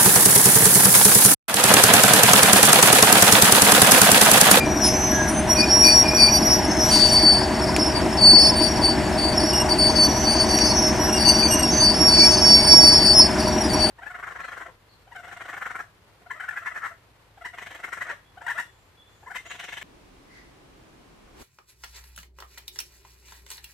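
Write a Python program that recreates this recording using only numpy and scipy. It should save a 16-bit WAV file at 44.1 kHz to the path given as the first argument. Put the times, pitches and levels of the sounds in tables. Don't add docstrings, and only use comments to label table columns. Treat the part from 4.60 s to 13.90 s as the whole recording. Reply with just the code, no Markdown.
import sys
import numpy as np
from scipy import signal
from scipy.fft import rfft, irfft
from scipy.io import wavfile
from scipy.ndimage import uniform_filter1d

SR = 44100
rng = np.random.default_rng(int(sys.argv[2]) if len(sys.argv) > 2 else 0)


def pcm_store(signal):
    levels = np.round(np.clip(np.atleast_2d(signal), -1, 1) * 32767)
    wavfile.write(sys.argv[1], SR, levels.astype(np.int16).T)


N = 410130
T = np.arange(N) / SR
GRID_S = np.arange(0, N / SR + .002, .001)

# frequency_hz, relative_density_db
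BRIGHT_SPECTRUM = [(900, 4), (2000, 3.5), (5000, 5), (8000, 5), (11000, -3), (15000, -30)]


def amp(db):
    return 10 ** (np.asarray(db) / 20)


def unit_rms(x):
    return x / np.sqrt(np.mean(x ** 2) + 1e-20)


def curve_at(points, hz):
    point_hz, value = np.transpose(points)
    return np.interp(np.log(hz + 1), np.log(point_hz + 1), value)


def smooth(x, ms):
    return np.interp(T, GRID_S, uniform_filter1d(x, size=ms))


def drift(hz, at=None):
    pole = np.exp(-2 * np.pi * hz * 32 / SR)
    slow = unit_rms(signal.lfilter([1], np.poly([pole] * 3), rng.standard_normal(N // 32 + 2)))
    return np.interp((np.arange(N) if at is None else at) / 32, np.arange(len(slow)), slow)


def resonate(x, hz, width_hz):
    r = np.exp(-np.pi * width_hz / SR)
    return signal.lfilter([1 - r], [1, -2 * r * np.cos(2 * np.pi * hz / SR), r * r], x)


def noise(spectrum, patchy_db):
    # frequency_hz, correlation
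    coherence = [(60, .98), (380, .82), (2380, .77), (15000, .88)]
    frames, hz = N // 256 + 5, np.fft.rfftfreq(1024, 1 / SR)
    a, b, c, d, patches = rng.standard_normal((frames, 513, 5)).T
    patches = unit_rms(uniform_filter1d(uniform_filter1d(patches, size=12, axis=0), size=14, axis=1))
    shared = curve_at(coherence, hz)[:, None]
    left, independent = a + 1j * b, c + 1j * d
    bins = np.array([left, shared * left + np.sqrt(1 - shared ** 2) * independent])
    bins *= amp(curve_at(spectrum, hz)[:, None] + patchy_db * patches)
    return unit_rms(signal.istft(bins, nperseg=1024, noverlap=768)[1][:, :N])


def roar():
    # frequency_hz, relative_density_db
    roar_spectrum = [(20, -46), (59, -22), (130, -19), (160, 0.5), (330, -5), (530, -12.5), (800, -3.5),
                     (1300, -16), (1600, -11), (3950, -26), (9100, -28.5), (11400, -36.5), (15400, -56)]
    return amp(-25) * noise(roar_spectrum, patchy_db=1.23)


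def harmonic(cycles, order, rms_db, wobble_turns=0):
    return np.sqrt(2) * amp(rms_db) * np.cos(2 * np.pi * (order * cycles + rng.random() + wobble_turns))


def drone(cycles):
    order_levels = [-48.2, -60.0, -60.0, -47.8, -60.0, -57.9, -47.3, -54.9, -47.7, -34.3, -49.2, -42.7,
                    -44.7, -44.4, -46.2, -45.5, -42.8, -48.5, -43.2, -52.3, -46.8, -52.7, -44.5, -54.4,
                    -49.0, -46.3, -50.7, -40.8, -52.6]
    return sum(harmonic(cycles, order, db) for order, db in enumerate(order_levels, start=9))


def generator(cycles):
    # cycle_multiple, level_db
    slot_tones = [(102, -33.5), (136, -47), (170, -34), (204, -42.5)]
    return sum(harmonic(cycles, order, db + 1.5 * drift(6), .0013 * order * drift(2.5))
               for order, db in slot_tones)


def exhaust(cycles):
    cylinders = [-6, -6, -8, 1, -5, -4, -5, 5, -3, -4, -7, 3.5]
    # pitch_hz, width_hz, level_db, strength_exponent, beats_ahead
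    resonances = [(228.5, 20.7, -31.5, 0.28, 0), (306.6, 44.6, -29, 1.02, 0), (639.4, 48, -33, 0.16, 4),
                  (973, 59, -36.5, 1.45, 4)]
    beat = np.floor(cycles * len(cylinders) + .15 + .04 * drift(12)).astype(int)
    scatter_db = 1.2 * rng.standard_normal(N)[beat]
    thumps = np.diff(beat, prepend=beat[0])
    gas = signal.lfilter([1], [1, -np.exp(-1 / (.015 * SR))], thumps) * rng.standard_normal(N)
    pulses = 1.7 * unit_rms(thumps) + unit_rms(gas)
    out = 0
    for hz, width_hz, db, exponent, ahead in resonances:
        strength = amp(np.array(cylinders)[(beat + ahead) % len(cylinders)] + scatter_db)
        drive = np.gradient(pulses * strength ** exponent)
        ringing = resonate(resonate(drive, hz, 1.5 * width_hz), hz, 1.5 * width_hz)
        out += amp(db) * unit_rms(ringing)
    return out


def engine():
    # time_s, cycle_rate_hz
    speed = [(1, 3.6373), (3, 3.6335), (5, 3.6312), (7, 3.6361)]
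    # frequency_hz, left_minus_right_db
    balance = [(60, 2.5), (380, 1), (2380, 1), (15000, 4.5)]
    cycles = np.cumsum(np.interp(T, *np.transpose(speed))) / SR
    sound = drone(cycles) + generator(cycles) + exhaust(cycles) + roar()
    balance_db = curve_at(balance, np.fft.rfftfreq(N, 1 / SR))
    return irfft(rfft(sound) * amp(np.outer([.5, -.5], balance_db)), N)


ATTACK_DB_PER_S, RELEASE_DB_PER_S = 1600, 750


def arch(start, swell, fall, peak_db):
    past_peak = GRID_S - start - swell
    from_peak = np.minimum(abs(past_peak) / np.where(past_peak < 0, swell, fall), 1)
    ends_db = np.maximum(ATTACK_DB_PER_S * (start - GRID_S), RELEASE_DB_PER_S * (past_peak - fall))
    return peak_db - 8.5 * from_peak ** 1.34 - np.maximum(ends_db, 0)


def clank_air_and_ticks():
    # start_s, swell_s, fall_s, peak_db
    bursts = [(.238, 0.012, 0.05, -28), (2.24, 0.083, 0.26, -26.5)]
    # start_s, level_db, t60_ms
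    ticks = [(3.164, -15, 6), (5.988, -19, 5)]
    envelope = smooth(sum(amp(arch(*burst)) for burst in bursts), ms=4)
    housing = 0
    for start, db, t60_ms in ticks:
        age = np.maximum(T - start, 0)
        snap, tail = amp(-60e3 * age / t60_ms), .29 * amp(-60 * age / .09)
        envelope += (T > start) * amp(db) * (snap + tail)
        housing += amp(db + 7.5 - 60 * age / .0061) * np.sin(2 * np.pi * 2500 * age)
    return noise(BRIGHT_SPECTRUM, patchy_db=1.5) * envelope + housing


def grinding(rubbing):
    return amp(-31) * noise(BRIGHT_SPECTRUM, patchy_db=5.5) * uniform_filter1d(rubbing, size=900) ** .81


def wheel_for(hz):
    # low_hz, high_hz
    bands = [(4450, 4680), (5150, 5475), (5475, 5685), (5685, 6050), (6050, 6400), (2700, 2950),
             (2200, 2550), (1500, 1800), (9000, 9700), (4100, 5150)]
    return next((k for k, (low, high) in enumerate(bands) if low <= hz < high), len(bands) - 1)


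def friction(wheel):
    # start_s, swell_s, fall_s, peak_db, pitch_hz
    squeals = [(0.0, 0.009, 0.061, -24.1, 2385), (0.242, 0.022, 0.026, -18.7, 5228),
               (0.334, 0.029, 0.02, -24.8, 6119), (0.409, 0.046, 0.052, -27.0, 6155),
               (0.522, 0.078, 0.07, -24.5, 1645), (0.534, 0.035, 0.081, -23.8, 6161),
               (0.889, 0.014, 0.013, -15.5, 5680), (0.927, 0.006, 0.008, -16, 5690),
               (0.946, 0.015, 0.049, -18.8, 5670), (0.964, 0.073, 0.023, -22.9, 2441),
               (0.975, 0.032, 0.015, -16.0, 4569), (1.074, 0.041, 0.07, -18.9, 5417),
               (1.103, 0.038, 0.038, -11.5, 5621), (1.187, 0.055, 0.049, -11.6, 5609),
               (1.228, 0.023, 0.067, -23.6, 2427), (1.234, 0.041, 0.032, -17.8, 5741),
               (1.245, 0.026, 0.058, -12.0, 4556), (1.303, 0.087, 0.038, -10.3, 5608),
               (1.358, 0.017, 0.055, -20.9, 5751), (1.428, 0.052, 0.075, -28.5, 2412),
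               (1.544, 0.02, 0.02, -21.8, 5747), (1.567, 0.078, 0.093, -31.5, 2400),
               (1.573, 0.049, 0.084, -12.6, 4570), (1.707, 0.015, 0.061, -19.7, 5738),
               (1.733, 0.02, 0.026, -17.6, 4584), (1.843, 0.026, 0.02, -19.6, 5702),
               (1.872, 0.038, 0.058, -16.6, 5454), (1.898, 0.055, 0.046, -19.2, 5744),
               (2.191, 0.052, 0.151, -21.5, 5781), (2.313, 0.035, 0.038, -11.7, 4565),
               (2.354, 0.046, 0.023, -26.1, 4288), (2.389, 0.055, 0.046, -10.6, 4563),
               (2.508, 0.061, 0.035, -12.0, 4557), (2.604, 0.07, 0.11, -10.7, 4537),
               (2.786, 0.023, 0.044, -36, 5062), (3.2, 0.035, 0.067, -22.5, 5384),
               (3.35, 0.017, 0.03, -27, 4592), (3.578, 0.01, 0.033, -18.5, 4535),
               (3.611, 0.046, 0.232, -7.7, 4515), (3.759, 0.104, 0.038, -15.7, 5350),
               (3.956, 0.058, 0.067, -16.2, 4557), (4.22, 0.023, 0.087, -18.2, 4545),
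               (4.58, 0.064, 0.09, -21.8, 4546), (4.93, 0.04, 0.09, -31.2, 2835),
               (5.1, 0.02, 0.023, -18.8, 4546), (5.19, 0.032, 0.084, -15.5, 4530),
               (5.361, 0.044, 0.064, -13.1, 4521), (5.642, 0.064, 0.049, -20.0, 4545),
               (5.759, 0.052, 0.032, -16.4, 4529), (5.886, 0.061, 0.023, -19.6, 4535),
               (5.973, 0.055, 0.099, -21.7, 4556), (6.043, 0.026, 0.041, -26.7, 6135),
               (6.049, 0.015, 0.052, -21.5, 5305), (6.084, 0.02, 0.032, -24.4, 4394),
               (6.116, 0.075, 0.064, -19.4, 5601), (6.139, 0.052, 0.023, -23.6, 6128),
               (6.223, 0.055, 0.049, -20.5, 5428), (6.487, 0.07, 0.029, -29.9, 2823),
               (6.585, 0.03, 0.035, -22, 4555), (6.644, 0.015, 0.029, -30.9, 4286),
               (6.647, 0.029, 0.07, -32.4, 2813), (6.647, 0.052, 0.023, -14.0, 4557),
               (6.664, 0.023, 0.032, -20.9, 6145), (6.722, 0.139, 0.015, -16.2, 4566),
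               (6.832, 0.119, 0.064, -26.6, 6138), (6.911, 0.023, 0.029, -28.8, 2822),
               (6.966, 0.041, 0.032, -33, 2829), (7.021, 0.061, 0.046, -20.1, 5570),
               (7.108, 0.09, 0.058, -21.7, 6172), (7.207, 0.075, 0.026, -12.1, 4575),
               (7.396, 0.075, 0.035, -13.0, 5553), (7.488, 0.046, 0.035, -12.9, 4535),
               (7.541, 0.116, 0.087, -13.1, 5523), (7.57, 0.046, 0.049, -8.8, 4519),
               (7.573, 0.078, 0.026, -32.0, 2318), (7.695, 0.041, 0.026, -20.2, 4540),
               (7.706, 0.049, 0.073, -25.4, 6167), (7.819, 0.11, 0.078, -9.3, 5528),
               (7.854, 0.078, 0.102, -14.0, 4570), (8.034, 0.096, 0.046, -15.9, 4569),
               (8.081, 0.058, 0.2, -7.8, 5524), (8.208, 0.07, 0.067, -11.0, 4561),
               (8.316, 0.046, 0.026, -12.3, 5359), (8.359, 0.148, 0.032, -15.6, 4555),
               (8.365, 0.02, 0.026, -18.4, 5541), (8.397, 0.084, 0.035, -20.8, 5353),
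               (8.533, 0.058, 0.07, -10, 5343), (8.588, 0.029, 0.049, -19.8, 4535),
               (8.771, 0.023, 0.1, -34.5, 5014), (9.027, 0.017, 0.06, -32.0, 5026),
               (9.189, 0.049, 0.046, -18.0, 4527)]
    # start_s, end_s, level_db, pitch_hz
    faint_tones = [(0.26, 0.81, -34, 6165), (2.08, 2.38, -35.5, 6160), (5.28, 6.53, -38, 6160),
                   (7.58, 8, -37.5, 6170), (0.06, .7, -33, 5750), (0.94, 1.066, -30, 5700),
                   (1.5, 2, -31.5, 5720), (2.36, 2.64, -34, 5690), (1.4, 1.65, -31, 5630),
                   (4.05, 4.25, -35, 5630), (4.73, 5.1, -34, 5625), (5.43, 5.68, -32, 5660),
                   (6.4, 6.8, -30.5, 5650), (6.89, 7.3, -30.5, 5630), (8.76, 9.05, -36, 5610),
                   (9.14, 9.24, -35, 5620), (.99, 2.75, -32, 5415), (2.75, 4.6, -38, 5410),
                   (3.19, 3.3, -39, 5670), (.17, .45, -36.5, 5300), (4.74, 5.24, -35, 5405),
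                   (4.8, 5.62, -39, 5420), (5.72, 6.62, -35.5, 5400), (7.24, 8.3, -32.5, 5380),
                   (4.8, 4.92, -32.5, 4562), (7.77, 7.86, -27, 4543), (9.1, 9.2, -30, 4546),
                   (7.13, 7.22, -32, 4570), (8.8, 8.93, -34, 4550), (6.83, 6.93, -38, 2400),
                   (6.55, 7.3, -42.5, 4940), (3.07, 3.33, -39.5, 4760), (5.55, 7.6, -40.5, 5790),
                   (7.93, 8.15, -38.5, 2260), (.243, .28, -34, 10430), (5.89, 6.08, -30, 5620),
                   (0.69, .96, -42.5, 9370)]
    ring_db_per_s, faint_end_db_per_s = 55, 260
    chirp_db = 2.5 * drift(9, GRID_S * SR)
    levels, pitches = [], []
    for start, swell, fall, db, hz in squeals:
        if wheel_for(hz) == wheel:
            since_end = GRID_S - start - swell - fall
            free_ring_db = np.where(since_end > 0, db - 19 - ring_db_per_s * since_end, -200)
            levels.append(np.maximum(arch(start, swell, fall, db), free_ring_db))
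            pitches.append(hz)
    for start, end, db, hz in faint_tones:
        if wheel_for(hz) == wheel:
            ends_db = np.maximum(ATTACK_DB_PER_S * (start - GRID_S), faint_end_db_per_s * (GRID_S - end))
            easing_db = -4.5 * ((GRID_S - start) / (end - start) - .5)
            levels.append(db + chirp_db + easing_db - np.maximum(ends_db, 0))
            pitches.append(hz)
    level_db = np.max(levels, axis=0)
    pitch_hz = np.array(pitches)[np.argmax(levels, axis=0)]
    rising = np.clip(np.gradient(level_db, GRID_S) / RELEASE_DB_PER_S, 0, 1) ** 3
    sharp = .04 * rising / (1 + amp(level_db + 42) ** 2)
    return smooth(amp(level_db), ms=4), smooth(pitch_hz * (1 + sharp), ms=9)


def squeal(gain, hz, overtones_db, pan_db, lead_us, roughness):
    at = np.flatnonzero(gain > amp(-56))
    gain, hz = gain[at], hz[at]
    loose = roughness / (1 + (gain / amp(-23)) ** 2)
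    waver_hz = (16 * loose + 4 * roughness) * drift(12.25, at) + 14 * loose * drift(40.2, at)
    phasor = np.exp(2j * np.pi * np.cumsum(hz + waver_hz) / SR)
    gain = np.sqrt(2) * gain * amp((4.04 * loose + 1.22) * drift(35.4, at))
    grit = 1 + (.012 * roughness + .44 * loose) * (drift(125, at) + 1j * drift(125, at))
    gain /= 1 + (amp(-59) / gain) ** 2
    overtone_gain = gain / np.sqrt(gain / amp(-10.5) + .26) / (1 + (amp(-34) / gain) ** 2)
    overtone_gain *= amp(3 * drift(19.4, at)) * (1 + .33 * roughness * drift(120, at))
    lead_rad = 2 * np.pi * hz.mean() * lead_us * 1e-6
    out = np.zeros((2, N))
    for ear, side in enumerate((.5, -.5)):
        reflection = .19 * (drift(9.6, at) + 1j * drift(7.2, at))
        partial = (grit + reflection) * phasor * np.exp(1j * side * lead_rad)
        out[ear, at] = gain * amp(side * pan_db) * partial.real
        for db in overtones_db:
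            partial *= phasor
            out[ear, at] += overtone_gain * amp(db) * partial.real
    return out


def wheels():
    # overtone_weights_db, left_minus_right_db, left_lead_us, roughness
    voices = [([-13, -33.5], 4.1, 27, .48), ([-19], 0.44, -25, .9), ([-19.5], .3, -17.5, 0.93), ([-18.5],
              .3, -18, 0.825), ([-30], -3.5, 0, 0.44), ([-2, -2.5, -9, -31], 0, 0, .9), ([-16.5],
              3.6, 0, 0.685), ([], 0, 0, 0.37), ([], 0, 0, 0.48), ([-15], 1.8, 0, 0.54)]
    drives = [friction(wheel) for wheel in range(len(voices))]
    rubbing = sum(gain for gain, hz in drives[:3])
    return grinding(rubbing) + sum(squeal(*drive, *voice) for drive, voice in zip(drives, voices))


def scene():
    return engine() + wheels() + clank_air_and_ticks()


def record(dry):
    low_pass = signal.firwin(511, 15585, window=("kaiser", 9), fs=SR)
    return signal.oaconvolve(np.clip(dry, -1, 1), low_pass[None], "same")


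dry = scene()
out = record(dry)
pcm_store(out)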